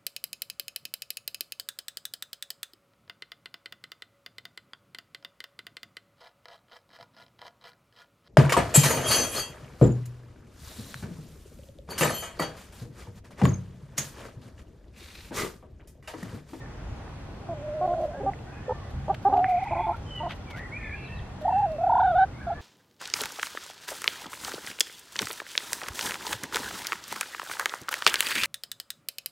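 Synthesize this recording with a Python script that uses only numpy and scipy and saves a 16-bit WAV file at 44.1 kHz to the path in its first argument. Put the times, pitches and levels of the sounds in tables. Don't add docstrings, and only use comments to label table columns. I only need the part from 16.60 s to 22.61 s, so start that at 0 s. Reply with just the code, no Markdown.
import sys
import numpy as np
from scipy import signal
from scipy.io import wavfile
from scipy.ndimage import map_coordinates

SR = 44100
rng = np.random.default_rng(int(sys.argv[2]) if len(sys.argv) > 2 else 0)


def wav_record(signal):
    frames = np.transpose(np.atleast_2d(signal))
    bounded = np.clip(frames, -1, 1)
    quanta = np.round(bounded * 32767).astype(np.int16)
    wavfile.write(sys.argv[1], SR, quanta)


N = 265041
TIME_S = np.arange(N) / SR

# hz, density_db_per_hz
AIR_SPECTRUM = [(18, -15.5), (40, 0), (100, 1), (200, -9), (400, -16), (800, -17.5), (1600, -24.5),
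                (3200, -32.5), (6300, -40), (8500, -42.5), (10500, -49.5), (13500, -47.5), (15500, -56)]
AIR_DB = -39
# time_s, level_db
WIND_GUSTS = [(0.0, -39), (.15, -46), (.32, -33), (.4, -40.5), (1.04, -44.5), (1.28, -41), (2.33, -43),
              (2.35, -29), (2.4, -33), (2.61, -43.5), (3.67, -38.5), (3.92, -44.5), (4.35, -40),
              (4.45, -47), (4.54, -35.5), (5.04, -44.5), (5.36, -44.5), (5.47, -39), (6.01, -43)]
# pitch_hz, waver_points_per_s, level_db
HUM_TONES = [(98.4, 5.4, -52), (133, 5, -49.5), (790, 29, -59.5), (6680, 8, -82)]
# hz, likeness (-1 to 1)
EAR_LIKENESS = [(60, 1), (150, 1), (380, .66), (940, 0.69), (2360, 0.2), (5920, -0.56), (9000, -0.71),
                (14800, -0.95)]

# start_s, end_s, first_hz, last_hz, level_db
BIRD_WHISTLES = [(0, .056, 1835, 1794, -54), (1.52, 1.599, 1482, 1707, -53), (1.86, 1.93, 1420, 1620, -54),
                 (1.943, 2.035, 1620, 1740, -55), (2.04, 2.17, 1798, 1784, -57),
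                 (1.84, 1.948, 1850, 1897, -62.5), (1.9, 2.015, 2510, 2490, -61),
                 (2.202, 2.292, 1880, 1996, -61.5), (2.12, 2.24, 1200, 1077, -55),
                 (3.49, 3.578, 3063, 2965, -45), (3.555, 3.599, 3000, 2822, -40.5),
                 (3.59, 3.608, 2865, 2670, -47), (3.534, 3.66, 1980, 1910, -52),
                 (3.93, 3.975, 1290, 1520, -50), (3.964, 4.02, 1488, 1850, -49),
                 (4.111, 4.186, 2035, 2480, -40), (4.17, 4.24, 1820, 1765, -51),
                 (4.21, 4.375, 1779, 1640, -45.5), (4.228, 4.308, 3530, 3350, -63),
                 (4.31, 4.361, 2137, 2480, -39.5), (4.35, 4.41, 3360, 3300, -67),
                 (4.425, 4.445, 2900, 2880, -58), (4.425, 4.456, 4050, 4220, -65),
                 (4.45, 4.469, 4220, 3750, -59.5), (4.465, 4.482, 3840, 3950, -62.5),
                 (4.475, 4.487, 3950, 2800, -53), (4.535, 4.56, 4200, 4350, -66.5),
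                 (4.557, 4.576, 4050, 3750, -60), (4.573, 4.59, 3830, 3900, -62),
                 (4.585, 4.598, 3910, 2800, -54), (4.892, 4.995, 2702, 2654, -53),
                 (5.02, 5.3, 2750, 2484, -66.5), (5.868, 5.95, 1620, 1720, -56),
                 (5.945, 5.998, 1750, 1715, -49.5), (5.94, 6.01, 1190, 1140, -56.5)]
# start_s, end_s, first_hz, last_hz, level_db, trill_depth_hz
BIRD_TRILLS = [(2.812, 3.287, 2202, 2250, -47.5, 289), (3.166, 3.275, 3350, 3400, -60, 80),
               (3.455, 3.52, 3084, 3060, -54, 90), (3.854, 3.975, 2402, 1900, -50.5, 60),
               (3.96, 4.086, 1858, 1952, -45, 80), (4.18, 4.32, 2280, 2127, -45.5, 280),
               (4.34, 4.593, 2680, 2610, -52, 45), (4.37, 4.519, 2280, 2400, -56.5, 150),
               (4.451, 4.629, 1700, 1882, -54.5, 80), (4.8, 5.096, 1865, 1674, -57, 150),
               (5.7, 5.849, 1900, 2320, -58.5, 120), (5.78, 5.869, 1500, 1610, -49.5, 130)]
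TRILL_PER_S, TRILL_RETURN = 33.7, .36
TRILL_WIDENS, TRILL_PULSE, TRILL_BURR = .45, .35, .16
LINGER = .64
SONG_FLUTTER, SONG_WAVER_HZ = .25, 18
TREES_T60_S, TREES_DB, TREES_WIDTH = .4, -5.5, .45
WALL_DELAY_S, WALL_T60_S, WALL_DB = .09, .25, -12

# start_s, length_s, level_db
FOOT_SCUFFS = [(1.38, .12, -65), (2.294, .028, -71), (2.54, .017, -41.5), (2.61, .058, -65.5),
               (2.7656, 0.016, -45.5), (2.878, 0.057, -51), (3.026, .034, -55.5), (3.362, .015, -50),
               (3.5514, .021, -55.5), (3.74, .043, -56), (3.898, .026, -46), (3.955, .056, -48.5),
               (4.805, .032, -58), (4.97, 0.043, -63), (5.113, .017, -62)]
# start_s, length_s, level_db, brightness_db
HEAVY_DRAG = (3.683, 0.0667, -39.5, -21)
# hz, density_db_per_hz
DIRT_SPECTRUM = [(200, -3.5), (1500, 2.5), (3000, -0.5), (5000, -13.5), (8000, -27), (13000, -19.5)]
FIRM_SCUFF_DB, FIRM_BRIGHT_DB, BRIGHT_DB_PER_DB_LIGHTER = -45, 3.5, .62

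# time_s, peak_db (before the contact
# filter), ring_hz
BEAK_CLAW_TAPS = [(0.0592, -39, 1760), (.4777, -42, 1770), (1.3373, -36, 1420), (1.7348, -32, 1990),
                  (1.789, -45, 2680), (2.7683, -29, 1210), (2.8436, -12, 1826), (3.114, -40, 2650)]
TAP_CONTACT_HZ, TAP_T60_S, FAINT_RING_S_PER_DB = 3000, .0062, .0005

# start_s, end_s, first_hz, last_hz, level_db, throat_hz, roughness (0-1), growl (0-1)
HEN_CLUCKS = [(0.885, 0.945, 349.6, 314.6, -32, 643, 0.05, 0),
              (1.209, 1.271, 354.3, 375, -25, 765, 0.02, 0.2),
              (1.272, 1.351, 359, 346.3, -26.5, 707, 0.08, 0.07),
              (1.376, 1.463, 353, 356, -32.5, 650, 0.14, 0.18),
              (1.501, 1.563, 341, 355, -41, 710, 0.09, .05), (1.542, 1.613, 281.4, 269, -40, 590, 0.19, 0),
              (1.599, 1.632, 417, 426, -35, 606, 0.23, 0.1),
              (1.605, 1.714, 287.2, 269.6, -45.5, 300, 0.01, .05),
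              (1.628, 1.678, 272, 277, -32.5, 543, 0.19, 0.2),
              (1.66, 1.705, 389, 394, -24, 805, 0.02, 0.03), (1.698, 1.74, 389, 368, -43, 780, 0.29, 0),
              (2.078, 2.131, 500, 517, -30, 500, 0.08, 0.53),
              (2.091, 2.131, 445, 448, -31.5, 936, 0.16, 0.78),
              (2.477, 2.507, 275, 330, -30.5, 707, 0.22, 0.03),
              (2.494, 2.522, 385.4, 383, -20.5, 820, 0.13, 0.01),
              (2.515, 2.553, 330, 315, -39.5, 704, 0.2, 0), (2.649, 2.692, 394, 398, -17, 790, 0.05, 0),
              (2.682, 2.735, 261.6, 265.4, -30, 746, 0.3, 0.3),
              (2.722, 2.755, 398, 403.4, -18, 790, 0.06, 0.2),
              (2.679, 2.865, 275.8, 278, -46.5, 282, 0, 0.1),
              (2.748, 2.813, 415, 389.5, -26, 775, 0.15, 0.4),
              (3.106, 3.144, 335.5, 338, -27, 754, 0.18, 0),
              (3.15, 3.226, 335.2, 358.6, -29.5, 788, 0.11, 0.33),
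              (3.264, 3.328, 345, 352, -29, 777, 0.11, 0.14), (3.599, 3.638, 302, 304, -33.5, 830, .15, 0),
              (3.628, 3.689, 348, 338, -30.5, 800, 0.19, 0.05)]
THROAT_WIDTH_HZ, CHEST_DB, GROWL_HZ = 227, -21, 75.7
# hz, gain_db
MOUTH_GAIN = [(1000, -37.5), (1500, -30.5), (2100, -55), (3000, -69)]
FULL_CRY_DB, MOUTH_DB_PER_DB = -14.5, .54
# hz, gain_db
RASP_GAIN = [(2300, -27.5), (2800, 1), (3300, -7), (4000, -9.5), (4600, -21.5)]
# start_s, end_s, gain_db
RASP_TIMES = [(2.73, 2.752, -37.5), (2.78, 2.805, -33.5)]

# time_s, pitch_hz, level_db
HEN_WHINES = [
    [(.94, 618, -44), (.99, 592, -43.5), (1.08, 610, -33.5), (1.2, 620, -32.5), (1.3, 620, -33),
     (1.37, 650, -29), (1.465, 597.5, -30), (1.478, 593, -43.5), (1.49, 605, -32.5), (1.52, 540, -47)],
    [(2.695, 790, -43.5), (2.735, 734.7, -26.5), (2.79, 717.5, -21.5), (2.86, 750, -24), (2.95, 720, -21.5),
     (2.985, 734, -23.5), (3.0, 754, -34.5), (3.08, 790, -35), (3.105, 846, -40)],
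    [(3.12, 953, -33.5), (3.146, 792, -29.5), (3.165, 810, -36), (3.178, 881, -34.5), (3.206, 840, -27.5),
     (3.229, 964, -37.5), (3.243, 864, -27.5), (3.258, 868, -28), (3.27, 890, -38), (3.284, 869, -28),
     (3.304, 836, -29.5), (3.324, 918, -36), (3.333, 948, -41.5), (3.36, 865, -46)],
    [(3.32, 1280, -50), (3.328, 1300, -44), (3.337, 1350, -61), (3.348, 1365, -37.5), (3.36, 1330, -55)],
    [(4.812, 608, -41.5), (4.85, 629, -31.5), (4.93, 735, -23), (4.99, 822, -21), (5.045, 788, -21.5),
     (5.08, 651, -31), (5.13, 632, -32.5), (5.165, 562, -36), (5.18, 570, -47)],
    [(5.182, 590, -34.5), (5.19, 671, -29.5), (5.27, 664.5, -28), (5.41, 726, -21.5), (5.45, 731, -21),
     (5.505, 704, -25), (5.542, 621, -26.5), (5.565, 680, -23.5), (5.59, 752, -19.5), (5.636, 775, -15.5),
     (5.652, 750, -32)],
    [(5.865, 708, -50), (5.871, 723, -29), (5.89, 651, -30), (5.93, 691, -28), (5.942, 680, -41)],
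]
# time_s, jump_hz, swell_db (negative dips)
VOICE_FLIPS = [(2.875, 80, -14), (3.005, 119, -4.5), (3.03, -0.5, 9.5), (3.05, 60, -7), (3.066, 142, 0),
               (4.858, 130, 4.5), (4.888, 249.5, 2), (4.919, 289, -5.5), (5.014, 80, -5.5),
               (5.216, 50, 2.5), (5.242, 90, 5.5), (5.272, 110, 6), (5.302, 215, 5), (5.33, 275, 4),
               (5.363, 284.5, 3), (5.39, 290, 2), (5.424, 200.5, -2), (5.455, 40, 1), (5.484, 50, 2.5),
               (5.512, 45, 4), (5.535, 39.5, 2.5), (5.56, 44.5, 2.5), (5.59, 45, 2), (5.908, 162, -2.5)]
# start_s, end_s, pitch_shake_hz, level_shake_db
WHINE_RATTLES = [(1.2, 1.5, 18, 2), (2.69, 2.8, 12, 2), (3.04, 3.11, 25, 2), (3.12, 3.23, 30, 4),
                 (3.27, 3.36, 35, 4), (4.86, 4.93, 25, 2), (5.29, 5.435, 20, 1.2)]
# hz, gain_db
WHINE_THROAT_GAIN = [(600, -7), (720, -3), (820, 0.5), (900, -0.5), (1000, -5.5)]
# hz, gain_db
BEAK_GAIN = [(1100, -11.5), (1320, -3), (1540, 0.5), (1620, -8.5), (1700, -25.5), (2000, -28), (2300, -29),
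             (3000, -30), (3600, -20), (4000, -33.5), (4800, -45.5)]
# first_overtones_db, later_overtones_db
OVERTONE_LEVELS = [(-37, -38), (-32.5, -36.5), (-25, -27), (-40, -40), (-36, -26.5), (-26.5, -11),
                   (-15.5, -9)]
OVERTONE_SHIFT_S, FLIP_S = .22, .023
WHINE_WAVER_HZ, WHINE_WAVER_DB = 12, .7
FLIP_MUFFLES_DB_PER_HZ = -.0502

HENS_LEFT_OVER_RIGHT_DB, HENS_LEFT_LEAD_S = -1.1, 1.2e-5
COOP_DB, COOP_T60_S, COOP_WIDTH = -21, .07, .25
CUTOFF_HZ = 16000


def from_db(db):
    return 10 ** (np.asarray(db) / 20)


def rms_one(x):
    return x / np.sqrt(np.mean(x ** 2) + 1e-20)


def at_hz(points, hz):
    curve_hz, values = np.array(points).T
    return np.interp(np.log(hz), np.log(curve_hz), values)


def drift(points_per_s):
    points = rng.standard_normal(2500)
    return rms_one(map_coordinates(points, [TIME_S * min(points_per_s, 400) + 2], order=3))


def note(start_s, end_s, attack_s, release_s):
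    span = slice(int(start_s * SR), int(end_s * SR))
    t = TIME_S[span]
    edge = np.clip(np.minimum((t - start_s) / attack_s, (end_s - t) / release_s), 0, 1)
    return span, (t - start_s) / (end_s - start_s), np.sin(np.pi / 2 * edge) ** 2


def stereo_noise(spectrum, patchy_db, near):
    out, edges_hz = 0, 18 * 2 ** np.arange(0, 10, .4)
    white = rng.standard_normal((2, 2, N))
    for k, (low_hz, high_hz) in enumerate(zip(edges_hz, edges_hz[1:])):
        band = signal.butter(2, [low_hz, high_hz], "band", fs=SR, output="sos")
        mid, side = signal.sosfilt(band, white[k % 2])
        hz = np.sqrt(low_hz * high_hz)
        alike = np.clip(at_hz(EAR_LIKENESS, hz) + near, -.99, .993)
        gain = from_db(at_hz(spectrum, hz) + patchy_db * drift(6))
        out = out + gain * (np.sqrt(1 + alike) * mid + np.sqrt(1 - alike) * side * [[1], [-1]])
    return rms_one(out)


def echoes(x, t60_s, width):
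    t = TIME_S[:int(.8 * SR)]
    decay = from_db(-60 * t / t60_s) * (t > .004)
    mid, side = rng.standard_normal((2, len(t))) * decay
    tail = (mid + width * side * [[1], [-1]]) / np.sqrt(np.sum(mid ** 2))
    return signal.fftconvolve(x[None], tail, axes=1)[:, :N]


def background():
    air = stereo_noise(AIR_SPECTRUM, patchy_db=1.1, near=0)
    low = signal.sosfilt(signal.butter(2, 230, fs=SR, output="sos"), air)
    gust_db = np.interp(TIME_S, *np.transpose(WIND_GUSTS))
    out = from_db(AIR_DB) * (air - low) + from_db(gust_db) * rms_one(low)
    for hz, waver_points_per_s, level_db in HUM_TONES:
        tone = np.sin(2 * np.pi * hz * TIME_S)
        out = out + from_db(level_db) * drift(waver_points_per_s) * tone
    return out


def songbirds():
    out, unsteady_turns, burr = np.zeros(N), .08 * drift(50), drift(300)
    flutter, waver_hz = 1 + SONG_FLUTTER * drift(240), SONG_WAVER_HZ * drift(150)
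    rows = [(*row, 0) for row in BIRD_WHISTLES] + BIRD_TRILLS
    for start_s, end_s, first_hz, last_hz, level_db, trill_hz in rows:
        length_s = end_s - start_s
        span, along, envelope = note(start_s, end_s, min(.3 * length_s, .05), .15 * length_s)
        turns = TRILL_PER_S * (TIME_S[span] - start_s) + unsteady_turns[span]
        swing = signal.sawtooth(2 * np.pi * turns, TRILL_RETURN)
        swing = swing * (1 + TRILL_WIDENS * (along - .5)) + TRILL_BURR * burr[span]
        pulse = 1 - TRILL_PULSE * (trill_hz > 0) * np.cos(4 * np.pi * turns)
        middle_hz = min(first_hz, last_hz) + LINGER * abs(last_hz - first_hz)
        bend_hz = 2 * middle_hz - (first_hz + last_hz) / 2
        glide_hz = first_hz * (1 - along) ** 2 + 2 * bend_hz * along * (1 - along) + last_hz * along ** 2
        hz = glide_hz + trill_hz * swing + waver_hz[span]
        tone = np.sin(2 * np.pi * np.cumsum(hz) / SR)
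        out[span] += np.sqrt(2) * from_db(level_db) * envelope * pulse * tone
    return out * flutter


def scuffs():
    grit = stereo_noise(DIRT_SPECTRUM, patchy_db=1, near=.7) * from_db(2.5 * drift(400))
    treble = signal.sosfilt(signal.butter(2, 4500, "high", fs=SR, output="sos"), grit)
    out, rows = np.zeros((2, N)), []
    for start_s, length_s, level_db in FOOT_SCUFFS:
        bright_db = FIRM_BRIGHT_DB + BRIGHT_DB_PER_DB_LIGHTER * (FIRM_SCUFF_DB - level_db)
        rows.append((start_s, length_s, level_db, bright_db))
    for start_s, length_s, level_db, bright_db in rows + [HEAVY_DRAG]:
        span, _, envelope = note(start_s, start_s + length_s, .35 * length_s, .5 * length_s)
        burst = grit[:, span] + (from_db(bright_db) - 1) * treble[:, span]
        out[:, span] += from_db(level_db) * envelope * burst
    return out


def taps():
    out = np.zeros(N)
    loudest_db = max(db for _, db, _ in BEAK_CLAW_TAPS)
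    for start_s, peak_db, ring_hz in BEAK_CLAW_TAPS:
        t60_s = TAP_T60_S + FAINT_RING_S_PER_DB * (loudest_db - peak_db)
        t = np.clip(TIME_S - start_s, 0, None)
        out -= from_db(peak_db - 60 * t / t60_s) * np.sin(2 * np.pi * ring_hz * t)
    return signal.sosfilt(signal.butter(7, TAP_CONTACT_HZ, fs=SR, output="sos"), out)


def clucks():
    out, waver, breath = np.zeros(N), drift(150), drift(300)
    gape = np.zeros(N)
    for start_s, end_s, rasp_db in RASP_TIMES:
        span, _, envelope = note(start_s, end_s, .0089, .008)
        gape[span] = from_db(rasp_db) * envelope
    for start_s, end_s, first_hz, last_hz, level_db, throat_hz, rough, growl in HEN_CLUCKS:
        span, along, envelope = note(start_s, end_s, .0064, .012)
        hz = (first_hz + (last_hz - first_hz) * along) * (1 + .26 * rough * waver[span])
        phase, voice = 2 * np.pi * np.cumsum(hz) / SR, 0
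        mouth_db = MOUTH_DB_PER_DB * (level_db - FULL_CRY_DB)
        for k in range(1, 12):
            throat = 1 / (1 + ((k * hz - throat_hz) / THROAT_WIDTH_HZ) ** 2) ** 1.8
            mouth = from_db(at_hz(MOUTH_GAIN, k * hz) + mouth_db)
            rasp = gape[span] * from_db(at_hz(RASP_GAIN, k * hz))
            chest = from_db(CHEST_DB) * (k == 1)
            voice = voice + (throat + mouth + rasp + chest) * np.cos(k * phase + k)
        throb_s = TIME_S[span] - start_s - .019
        throb = 1 + np.clip(growl, 0, 1) * np.cos(2 * np.pi * GROWL_HZ * throb_s)
        out[span] += from_db(level_db) * envelope * throb * (1 + rough * breath[span]) * rms_one(voice)
    return out


def whines():
    rise_hz, swell_db = WHINE_WAVER_HZ * drift(70), WHINE_WAVER_DB * drift(90)
    pitch_shake, level_shake = drift(260), drift(260)
    for start_s, end_s, shake_hz, shake_db in WHINE_RATTLES:
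        span, _, envelope = note(start_s, end_s, .01, .01)
        rise_hz[span] += shake_hz * envelope * pitch_shake[span]
        swell_db[span] += shake_db * envelope * level_shake[span]
    for flip_s, jump_hz, gain_db in VOICE_FLIPS:
        bump = np.cos(np.pi * np.clip((TIME_S - flip_s) / FLIP_S, -.5, .5)) ** 1.4
        rise_hz, swell_db = rise_hz + jump_hz * bump, swell_db + gain_db * bump
    blur = {k: (.25 + .28 * (k - 2)) * drift(250) for k in range(2, 7)}
    out = np.zeros(N)
    for call, overtone_points_db in zip(HEN_WHINES, OVERTONE_LEVELS):
        s, pitch_hz, level_db = np.transpose(call)
        span, _, envelope = note(s[0], s[-1], .0019, .0029)
        t = TIME_S[span]
        held_hz = np.interp(t, s, pitch_hz)
        hz = held_hz + rise_hz[span]
        phase = 2 * np.pi * np.cumsum(hz) / SR
        throat_db = at_hz(WHINE_THROAT_GAIN, hz) - at_hz(WHINE_THROAT_GAIN, held_hz)
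        fundamental = from_db(throat_db) * np.cos(phase)
        overtones = 0
        for k in range(2, 7):
            overtones = overtones + from_db(at_hz(BEAK_GAIN, k * hz)) * np.cos(k * phase + blur[k][span])
        overtone_db = np.interp(t - s[0], [0, OVERTONE_SHIFT_S], overtone_points_db)
        overtone_db = overtone_db + FLIP_MUFFLES_DB_PER_HZ * np.maximum(rise_hz[span], 0)
        voice = fundamental + from_db(overtone_db) * overtones
        gain = from_db(np.interp(t, s, level_db) + swell_db[span])
        out[span] += np.sqrt(2) * envelope * gain * voice
    return out


def scene():
    birds = songbirds()
    far = birds + from_db(TREES_DB) * echoes(birds, TREES_T60_S, TREES_WIDTH)
    late_birds = np.interp(TIME_S - WALL_DELAY_S, TIME_S, birds, left=0)
    far = far + from_db(WALL_DB) * echoes(late_birds, WALL_T60_S, TREES_WIDTH)
    hens = taps() + clucks() + whines()
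    late_hens = np.interp(TIME_S - HENS_LEFT_LEAD_S, TIME_S, hens)
    left = hens * from_db(HENS_LEFT_OVER_RIGHT_DB / 2)
    right = late_hens * from_db(-HENS_LEFT_OVER_RIGHT_DB / 2)
    near = np.array([left, right]) + from_db(COOP_DB) * echoes(hens, COOP_T60_S, COOP_WIDTH)
    return background() + far + scuffs() + near


def record(dry):
    return signal.sosfilt(signal.cheby2(12, 70, CUTOFF_HZ, fs=SR, output="sos"), dry)


dry = scene()
out = record(dry)
wav_record(out)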